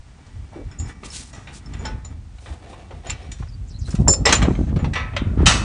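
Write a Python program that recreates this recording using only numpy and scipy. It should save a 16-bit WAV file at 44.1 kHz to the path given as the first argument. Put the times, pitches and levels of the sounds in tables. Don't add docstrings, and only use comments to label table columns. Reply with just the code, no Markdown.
import sys
import numpy as np
from scipy import signal
from scipy.fft import rfft, irfft
from scipy.io import wavfile
from scipy.ndimage import uniform_filter1d

SR = 44100
rng = np.random.default_rng(int(sys.argv[2]) if len(sys.argv) > 2 else 0)


def waveform_to_disk(signal):
    frames = np.transpose(np.atleast_2d(signal))
    scaled = np.clip(frames, -1, 1) * 32767
    samples = np.round(scaled).astype(np.int16)
    wavfile.write(sys.argv[1], SR, samples)


N = 248724
TIME = np.arange(N) / SR


def amp(db):
    return 10 ** (np.asarray(db) / 20)


def unit(x):
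    return x / np.sqrt(np.mean(x ** 2) + 1e-20)


def read(points, hz):
    f, value = np.transpose(points)
    return np.interp(np.log(hz + 1), np.log(f + 1), value)


def add(mix, s, sound):
    part = mix[max(round(s * SR), 0):][:len(sound)]
    part += sound[:len(part)]


def colour(x, spectrum):
    return irfft(rfft(x) * amp(read(spectrum, np.fft.rfftfreq(len(x), 1 / SR))), len(x))


def wander(rate_hz):
    hz = np.fft.rfftfreq(N, 1 / SR)
    return unit(irfft(rfft(rng.standard_normal(N)) / (1 + (hz / rate_hz) ** 4), N))


def smooth_noise(count, span):
    return unit(uniform_filter1d(rng.standard_normal(count), size=span))


def swells(rows):
    return np.sqrt(sum((amp(db) * np.cos(np.pi * np.clip((TIME - s) / length, -.5, .5)) ** 2) ** 2
                       for s, length, db in rows))


def ring(modes, t, weight_db=0):
    hz, db, t60 = np.transpose(modes)[:, :, None]
    size = amp(db + weight_db)
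    waves = size * np.sin(2 * np.pi * (hz * t + rng.random(hz.shape))) * np.exp(-np.log(1000) * t / t60)
    return waves.sum(0) / np.sqrt(np.sum(size ** 2) / 2)


def grains(per_s, spread_db):
    size = amp(spread_db * np.minimum(rng.exponential(1, N), 4))
    return unit(size * rng.choice([-1, 1], N) * (rng.random(N) < per_s / SR))


# f/Hz, density/dB
FOLIAGE_SPECTRUM = [(59, -34), (100, -4), (251, -20), (426, -21), (830, -19), (915, -21), (7020, -30.5),
                    (9420, -33), (10200, -50.5), (10800, -76.5), (14000, -106), (22000, -120)]

def foliage(level_db=-56):
    hiss = unit(colour(rng.standard_normal(N), FOLIAGE_SPECTRUM))
    return amp(level_db + wander(rate_hz=1.8)) * hiss


def eddies(spectrum, evenness):
    pressure = unit(colour(rng.standard_normal(N), spectrum))
    power = uniform_filter1d(abs(signal.hilbert(pressure)) ** 2, size=2200)
    return unit(pressure / power ** (evenness / 2))


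# f/Hz, density/dB
RUMBLE_SPECTRUM = [(15, -40), (28, -25), (42, 1), (62, 2), (90, -0.5), (130, -10.5), (200, -34.5),
                   (400, -73.5)]
FLUTTER_SPECTRUM = [(70, -6), (130, 3), (180, 1), (260, -3.5), (370, -13.5), (500, -22.5), (700, -22.5),
                    (1500, -48.5), (4000, -75.5)]
# t/s, level/dB
BREEZE_LEVELS = [(0, -47.5), (.9, -44), (1.55, -43.5), (2.05, -37.5), (2.8, -44.5), (3.8, -34),
                 (4.4, -26.5), (4.85, -25), (5.12, -32.5), (5.4, -23), (5.64, -24.5)]
# breeze level/dB, flutter re rumble/dB
FLUTTER_SHARE = [(-49.5, -14), (-43.5, -7), (-41, -18), (-23.5, -1), (-20.5, -7.5)]
# crest t/s, duration/s, level/dB, flutter re rumble/dB
WIND_GUSTS = [(.4, 0.2, -33, -17), (.66, .12, -29.5, -15), (0.838, 0.18, -31, -8.5), (1.058, 0.12, -46, 1),
              (1.201, 0.041, -34.5, -6.5), (1.792, 0.43, -32, -9), (1.944, 0.14, -29.5, -6),
              (2.15, 0.33, -36.5, -10), (2.513, 0.081, -29, -13), (2.966, 0.15, -36.5, -9),
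              (3.12, 0.15, -32, -10), (3.305, 0.12, -34.5, -8), (3.432, 0.12, -27.5, -24),
              (3.608, 0.16, -31, -38), (3.823, 0.041, -22, -33), (3.891, 0.036, -23, -3),
              (4.007, 0.091, -17, -3.5), (4.082, 0.13, -17, -2.5), (4.217, 0.056, -19.5, -6.5),
              (4.303, 0.037, -21.5, 1), (4.433, 0.16, -18.5, -2), (4.511, 0.092, -23, 3.5),
              (4.614, 0.096, -18, -3.5), (4.747, 0.11, -26, -0.5), (4.842, 0.093, -23, -10),
              (5.264, 0.17, -22.5, -18.5), (5.44, 0.22, -16.5, -8)]
# t/s, level/dB, f/Hz
WIND_SLAPS = [(.795, -17.5, 65.4), (3.401, -20, 130), (3.941, -10, 155.4), (3.997, -7.5, 130),
              (4.483, -3.5, 270.5), (4.507, -11, 294), (4.589, -11, 251), (4.609, -12.5, 214),
              (4.727, -16, 257), (4.764, -9.5, 135.6), (4.835, -14, 127), (5.218, -12.5, 215),
              (5.374, -14.5, 252), (5.404, -10.5, 331), (5.416, -12.5, 89), (5.43, -8.5, 325)]

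def wind():
    rumble = eddies(RUMBLE_SPECTRUM, evenness=0.72)
    bursts = amp(2 * wander(rate_hz=31) + 2 * np.clip(rumble, -2, 2))
    flutter = unit(eddies(FLUTTER_SPECTRUM, evenness=0.83) * bursts)
    breeze_db = np.interp(TIME, *np.transpose(BREEZE_LEVELS))
    breeze = amp(breeze_db + 1.5 * wander(rate_hz=22))
    fine_breeze = breeze * amp(np.interp(breeze_db, *np.transpose(FLUTTER_SHARE)))
    gusts = swells([(s, length, db) for s, length, db, _ in WIND_GUSTS])
    fine_gusts = swells([(s, length, db + fine_db) for s, length, db, fine_db in WIND_GUSTS])
    out = rumble * np.hypot(breeze, gusts) + flutter * np.hypot(fine_breeze, fine_gusts)
    for s, db, hz in WIND_SLAPS:
        cycles = np.arange(0, 4, hz / SR)
        puff_spectrum = [(hz, -6), (hz * 2, 0), (hz * 4, -12), (hz * 12, -45)]
        puff = unit(colour(rng.standard_normal(len(cycles)), puff_spectrum))
        envelope = (cycles / 0.63) ** 2 * np.exp(2 - 2 * cycles / 0.58)
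        add(out, s, amp(db) * envelope * (np.sin(2 * np.pi * cycles) + amp(-17) * puff))
    return colour(out, [(15, -19), (24, -7), (40, 1.5)])


def tugs(rows, rise_s=0.065, fade_db_per_s=115):
    power = np.zeros(N)
    for s, held, db in rows:
        attack = np.clip(1 + (TIME - s) / rise_s, 0, 1)
        coasting_s = np.maximum(TIME - s - held, 0)
        power += (attack * amp(db - fade_db_per_s * coasting_s)) ** 2
    return np.sqrt(power)


# f/Hz, level/dB, T60/s
FRAME_MODES = [(483, 1.5, 0.46), (558, -21.5, 0.35), (870, 2, 0.46), (1083, -12.5, 0.54), (1180, 2, 0.34),
               (1296, -2.5, 0.55), (1480, 0.5, 0.29), (1803, -2.5, 0.52), (1958, 6.5, 0.33),
               (2090, -16.5, 0.3), (2300, 5, 0.43), (2390, -11.5, 0.13), (2720, -1, 0.34),
               (2990, -3.5, 0.27), (3436, 1.5, 0.17), (3540, -1.5, 0.38), (4000, -8, 0.3), (4280, -17, .25),
               (5700, 0, 0.21), (5700, -7.5, 0.22)]

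def slide(effort, surface, gain_db, frame_db=-13, links=6):
    out, t = np.zeros(N), np.arange(SR // 3) / SR
    pull = amp(3 * wander(rate_hz=11)) * tugs(effort)
    for _ in range(links):
        contact = rng.standard_normal(len(t)) * np.exp(-t / .004)
        knock = colour(np.roll(contact, SR // 500), surface)
        frame = ring(FRAME_MODES, t)
        response = knock / np.linalg.norm(knock) + amp(frame_db) * frame / np.linalg.norm(frame)
        out += signal.oaconvolve(grains(per_s=130, spread_db=1.5) * pull, response)[:N]
    return amp(gain_db) * out / np.sqrt(links)


# t/s, hold/s, level/dB
EDGE_TUGS = [(.28, 0.064, -57), (.56, 0.01, -46.5), (.72, 0.018, -51.5), (.82, .1, -47.5),
             (1.06, 0.16, -51), (1.34, 0.04, -44.5), (1.48, 0.018, -51), (1.6, 0.079, -53),
             (1.73, 0.14, -45.5), (1.84, 0.0085, -38)]
EDGE_CREEP = [(.1, 2.25, -58)]
PLANK_TUGS = [(2.47, 0.018, -44), (2.62, 0.036, -50), (2.73, 0.071, -47), (2.9, 0.067, -56),
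              (3.08, 0.025, -38), (3.2, 0.046, -53)]
PLANK_CREEP = [(2.57, 0.7, -54)]
# f/Hz, density/dB
EDGE_SPECTRUM = [(150, 13), (290, 8.5), (550, -4), (850, 2), (1100, -5.5), (1750, -3), (2600, -10.5),
                 (4000, -17.5), (6000, -20), (9500, -24), (11000, -48)]
PLANK_SPECTRUM = [(150, -9.5), (330, 8.5), (460, 0.5), (780, 2.5), (1200, -9.5), (1800, -9), (2600, -12),
                  (4000, -16), (6000, -23.5), (9500, -25), (11000, -47)]

def drag():
    on_steel = slide(EDGE_TUGS + EDGE_CREEP, EDGE_SPECTRUM, gain_db=2)
    on_wood = slide(PLANK_TUGS + PLANK_CREEP, PLANK_SPECTRUM, gain_db=-0.5)
    return on_steel + on_wood


# f/Hz, bandwidth/Hz, gain/dB
DECK_RESONANCES = [(557, 79, 5.5), (1080, 260, 2), (1310, 110, -0.5), (1890, 290, 5.5), (2320, 89, 3.5),
                   (2534, 100, 6), (3120, 330, 3), (3790, 360, 6), (4170, 380, 5.5), (4450, 100, 2),
                   (5900, 1100, 5)]

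def deck(x, ripple_db=3):
    hz = np.fft.rfftfreq(len(x), 1 / SR)
    peaks_db = sum(db / (1 + (2 * (hz - centre) / width) ** 2) for centre, width, db in DECK_RESONANCES)
    place_db = ripple_db * smooth_noise(len(hz), span=110)
    log_gain = np.log(amp(peaks_db + place_db))
    response = np.exp(np.conj(signal.hilbert(np.r_[log_gain, log_gain[-2:0:-1]])))
    return irfft(rfft(x) * response[:len(hz)], len(x))


# f/Hz, T60/s
TRAILER_DECAY = [(100, 0.13), (600, 0.77), (1400, 0.93), (2800, 0.43), (5000, 0.21), (10000, 0.17)]

def trailer_tail(count):
    hz, t, bands = signal.stft(rng.standard_normal(count), SR, nperseg=256)
    decay = np.exp(-np.log(1000) * t / read(TRAILER_DECAY, hz)[:, None])
    return signal.istft(bands * decay, SR, nperseg=256)[1][:count]


# f/Hz, density/dB
BLOW_SPECTRUM = [(60, -5.5), (200, 1.5), (600, 5.5), (1300, 6), (1700, -0.5), (2700, 1.5), (4000, -4.5),
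                 (6000, -5), (7500, -5.5), (9700, -15.5), (11000, -41)]

def clank(treble_db, thud_db, chatter_t60, ring_db, crack_s=0.0019, rise_s=0.003):
    t = np.arange(2 ** 15) / SR
    crack = np.exp(-t / crack_s)
    chatter = np.exp(-np.log(1000) * t / chatter_t60)
    contact = rng.standard_normal(len(t)) * (crack + chatter)
    blow = deck(colour(contact + amp(ring_db) * trailer_tail(len(t)), BLOW_SPECTRUM))
    onset_rms = np.sqrt(np.mean(blow[:SR // 70] ** 2))
    frame = ring(FRAME_MODES, t, weight_db=7 * rng.standard_normal((len(FRAME_MODES), 1)))
    hardness = [(500, thud_db), (1600, 0.013), (3200, 0.018), (7000, 1.05 * treble_db), (10000, treble_db)]
    sound = colour(blow / onset_rms + amp(ring_db - 3) * frame, hardness)
    return sound * np.minimum(t / rise_s, 1) * (1 - t / t[-1])


# t/s, level/dB, treble/dB, plank thud/dB, chatter T60/s, ring/dB
CHAIN_BLOWS = [(.265, -48, 5, 8, 0.13, -7), (.713, -38, -28, -5, 0.098, -5.5),
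               (.799, -35.5, 2, 4, 0.065, -13), (1.033, -29.5, -11, -1, 0.19, -3.5),
               (1.33, -36.5, 5, 1, 0.78, 0), (1.472, -27, -14, -9.5, 0.24, -12),
               (1.735, -30, -12, -33, .1, -9), (1.851, -22, -11, -2.5, 0.22, -12),
               (2.047, -38, 5, 5.5, 0.11, -14), (2.384, -36.5, -9, -10, 0.043, -20),
               (2.459, -32, -12, 2.5, 0.25, -7), (2.73, -33.5, -26, 8.5, 0.11, -11),
               (2.908, -36, -9, 11.5, 0.17, -17), (3.057, -29.5, -14, -26, 1, -15),
               (3.097, -15.5, 0.5, -33, 0.11, -25), (3.317, -31, 12.5, -34, 0.049, -10.5),
               (3.386, -41, 2.5, -10, 0.5, -9), (3.425, -46, -8, 11, 0.26, -23),
               (3.906, -39, 9, 3, 0.083, -8), (3.951, -31, 5.5, -3, 0.13, -13.5),
               (4.078, -28.5, 22, 22, 0.19, -6.5), (4.134, -22.5, 8, 1.5, 0.084, -30),
               (4.254, -6, 0, -2, 0.28, -7), (4.265, -4, -16, 1, .14, -13.5),
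               (4.291, -6.5, -7, -4.5, .34, -11), (4.325, .5, 0.5, -2, .11, -31),
               (4.418, -14, -10, -6, 0.089, -29), (4.425, -13, -4.5, -1, 0.066, -33),
               (4.451, -19.5, -23, 3, 0.079, -21), (4.552, -27, -28, 1, 0.06, -27),
               (4.761, -26.5, -11, 4, .11, -7.5), (4.791, -31.5, -31, 11.5, 0.22, -6),
               (4.844, -21, -11.5, 9, 0.12, -24), (4.934, -19.5, -4.5, -17, 0.29, 1),
               (4.955, -13, -15.5, -9.5, 0.27, -2), (5.135, -30.5, -36.5, 8.5, 0.16, -15),
               (5.165, -9, -15.5, -4, 0.088, -16), (5.458, -9, 5.5, -7, .17, -9),
               (5.464, -0.5, 4, -12, 0.38, -8), (5.491, -16.5, 4, -6, 0.029, 0.5)]

def clanks(gain_db=-8):
    out = np.zeros(N)
    for s, db, *touch in CHAIN_BLOWS:
        add(out, s - .001, amp(db + gain_db) * clank(*touch))
    return out


# t/s, level/dB, f/Hz, duration/s
PLANK_SCUFFS = [(0.521, -43.5, 646, 0.078), (.556, -34.5, 347, .098), (0.89, -45.5, 1730, 0.044),
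                (1.027, -43.5, 460, 0.03), (1.794, -43.5, 450, 0.21), (2.905, -44, 796, 0.049),
                (3.424, -39, 1080, .017), (3.471, -51, 1810, 0.013), (3.874, -45.5, 1500, 0.038),
                (3.926, -41, 1400, 0.014), (4.073, -19.5, 755, .034), (4.438, -29.5, 630, 0.073),
                (4.671, -50, 1870, 0.076), (5.373, -37.5, 1300, 0.15)]

def scuffs():
    out = np.zeros(N)
    for s, db, hz, length in PLANK_SCUFFS:
        progress = np.linspace(0, 1, int(length * SR))
        band = [(hz / 3, -22), (hz * 0.84, 0), (hz * 0.96, -1), (hz * 3, -24), (hz * 10, -55)]
        rub = unit(colour(rng.standard_normal(len(progress)), band))
        add(out, s, amp(db) * rub * np.sin(np.pi * np.sqrt(progress)))
    return out


def struck_steel(hits, modes, others_db, focus_hz, damping_per_s, rattle_db):
    out, t = np.zeros(N), np.arange(SR * 3 // 4) / SR
    mode_hz = np.array(modes)[:, :1]
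    attack = np.minimum(t / 0.00076, 1)
    for s, db, hz, freedom in hits:
        weight_db = others_db * (1 - np.exp(-((mode_hz - hz) / focus_hz) ** 2))
        damping = np.exp(-damping_per_s * t * (1 / np.clip(freedom, .1, 1.4) - 1))
        rattle = amp(rattle_db * smooth_noise(len(t), span=260))
        tick = amp(-24) * rng.standard_normal(len(t)) * np.exp(-t / 0.00098)
        add(out, s, amp(db) * (ring(modes, t, weight_db) * damping * rattle * attack + tick))
    return out


# f/Hz, level/dB, T60/s
LINK_MODES = [(4420, -14.5, 0.2), (5270, -1.5, 0.15), (5326, 4, 0.38), (6020, -11, .15), (6570, -10, .19),
              (6935, 7, 0.18), (7067, 5, 0.14), (7262, -10, 0.27), (7570, -4, 0.12), (7730, 1, 0.062),
              (8200, -22, .25)]
# t/s, level/dB, favoured f/Hz, freedom (1 rings freely, less dies sooner)
LINK_HITS = [(.714, -46.5, 5420, 0.39), (.788, -34, 6980, 1.75), (.797, -35.5, 7560, 0.95),
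             (.858, -43, 5200, .3), (1.103, -34.5, 5380, .25), (1.348, -38.5, 7260, 0.14),
             (1.66, -40.5, 5380, 0.26), (1.737, -40, 7330, 0.17), (1.791, -45.5, 7000, 1.1),
             (1.854, -32, 5270, 0.55), (1.855, -32, 7200, 0.28), (2.048, -36.5, 7020, 0.7),
             (3.07, -38.5, 6850, 0.89), (3.104, -19.5, 7260, 0.18), (3.225, -52, 5320, .3),
             (3.318, -39, 7030, .7), (3.906, -35, 5190, 0.28), (4.081, -7.5, 7260, 0.66),
             (4.083, -22, 5490, 0.59), (4.104, -9.5, 7110, 0.76), (4.105, -31.5, 4400, 1.1),
             (4.082, -17, 7640, 0.83), (4.128, -11, 7260, 0.32), (4.14, -20, 5240, 0.51),
             (4.256, -13.5, 5250, .48), (4.258, -18, 7600, 0.74), (4.326, -21, 7350, 0.47),
             (4.353, -14, 7120, 0.45), (4.428, -33, 7500, 0.49), (4.79, -50, 7010, 1.5)]

def link_pings():
    return struck_steel(LINK_HITS, LINK_MODES, others_db=-26.5, focus_hz=90,
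                        damping_per_s=31.8, rattle_db=0.64)


# t/s, level/dB, favoured f/Hz, freedom (1 rings freely)
FRAME_HITS = [(.895, -38.5, 1810, 0.18), (1.855, -35.5, 1500, 0.8), (1.856, -38, 900, 0.84),
              (3.098, -35, 3540, .2), (3.101, -36, 2620, 0.52), (3.319, -40, 2262, 0.086),
              (3.319, -47, 5700, .45), (4.956, -31, 2720, 0.5), (4.957, -28.5, 1280, 0.94),
              (5.465, -21, 1310, 0.76)]

def frame_tones():
    return struck_steel(FRAME_HITS, FRAME_MODES, others_db=-16, focus_hz=150,
                        damping_per_s=13, rattle_db=1)


# f/Hz, density/dB
CLOTH_SPECTRUM = [(880, -31), (1500, -9.5), (3130, -4), (4210, -1.5), (4540, -1), (8790, -1), (10200, -8),
                  (10800, -56), (14000, -68), (22000, -120)]
# centre t/s, duration/s, level/dB
CLOTH_STROKES = [(.895, 0.097, -57.5), (1.058, 0.051, -44.5), (1.165, 0.14, -42), (1.18, 0.4, -50),
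                 (1.56, 0.11, -49), (2.48, 0.35, -62), (2.72, 0.095, -62), (3.91, 0.17, -52),
                 (3.955, .02, -48), (4.0, 0.22, -63)]

def rustle(gain_db=6):
    slips = grains(per_s=6200, spread_db=3) * amp(2 * wander(rate_hz=28))
    return amp(gain_db) * unit(colour(slips, CLOTH_SPECTRUM)) * swells(CLOTH_STROKES)


# t/s, duration/s, start f/Hz, end f/Hz, level/dB, blur/Hz
BIRD_WHISTLES = [(3.465, .055, 5330, 4940, -48, 400), (3.51, .06, 4740, 4550, -46.5, 200)]
# delay/s, duration/s, start f/Hz, end f/Hz, level/dB, blur/Hz
BIRD_PHRASE = [(0, 0.039, 6200, 8000, -1, 600), (0.008, .074, 6100, 4340, -1, 900),
               (0.059, .065, 3950, 4300, 2, 200)]
# t/s, level/dB
PHRASE_ENTRIES = [(3.667, -44.5), (3.78, -42)]

def bird(gain_db=-4):
    out = np.zeros(N)
    notes = BIRD_WHISTLES + [(s + delay, length, start_hz, end_hz, db + note_db, blur_hz)
                             for s, db in PHRASE_ENTRIES
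                             for delay, length, start_hz, end_hz, note_db, blur_hz in BIRD_PHRASE]
    for s, length, start_hz, end_hz, db, blur_hz in notes:
        count = int(length * SR)
        blur = unit(signal.oaconvolve(rng.standard_normal(count), np.hanning(int(SR / blur_hz)), "same"))
        glide = np.sin(2 * np.pi * np.cumsum(np.linspace(start_hz, end_hz, count)) / SR)
        add(out, s, amp(db + gain_db) * np.hanning(count) * blur * glide)
    return out


# f/Hz, level/dB, T60/s
BINDER_MODES = [(1345, -22, 0.75), (2040, -15, 0.39), (2615, -9.5, 0.96), (2680, 2, 0.22),
                (2940, -3.5, 0.36), (3070, 13, 0.063), (4540, -11, 0.57), (6530, 1, 0.13),
                (8183, -11, 0.48)]
# t/s, level/dB
BINDER_LANDING = [(5.463, -7)]

def binder(rise_s=0.0019):
    out, t = np.zeros(N), np.arange(SR) / SR
    for s, db in BINDER_LANDING:
        add(out, s, amp(db) * ring(BINDER_MODES, t) * np.minimum(t / rise_s, 1))
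    return out


def scene():
    return (foliage() + wind() + drag() + clanks() + scuffs() + link_pings() + frame_tones()
            + rustle() + bird() + binder())[None]


def record(dry, ceiling=.82, cutoff_hz=10450):
    rounded = dry / (1 + (dry / ceiling) ** 6) ** (1 / 6)
    lowpass = signal.firwin(255, cutoff_hz, window=("kaiser", 9), fs=SR)
    return signal.oaconvolve(rounded, lowpass[None], "same")


dry = scene()
out = record(dry)
waveform_to_disk(out)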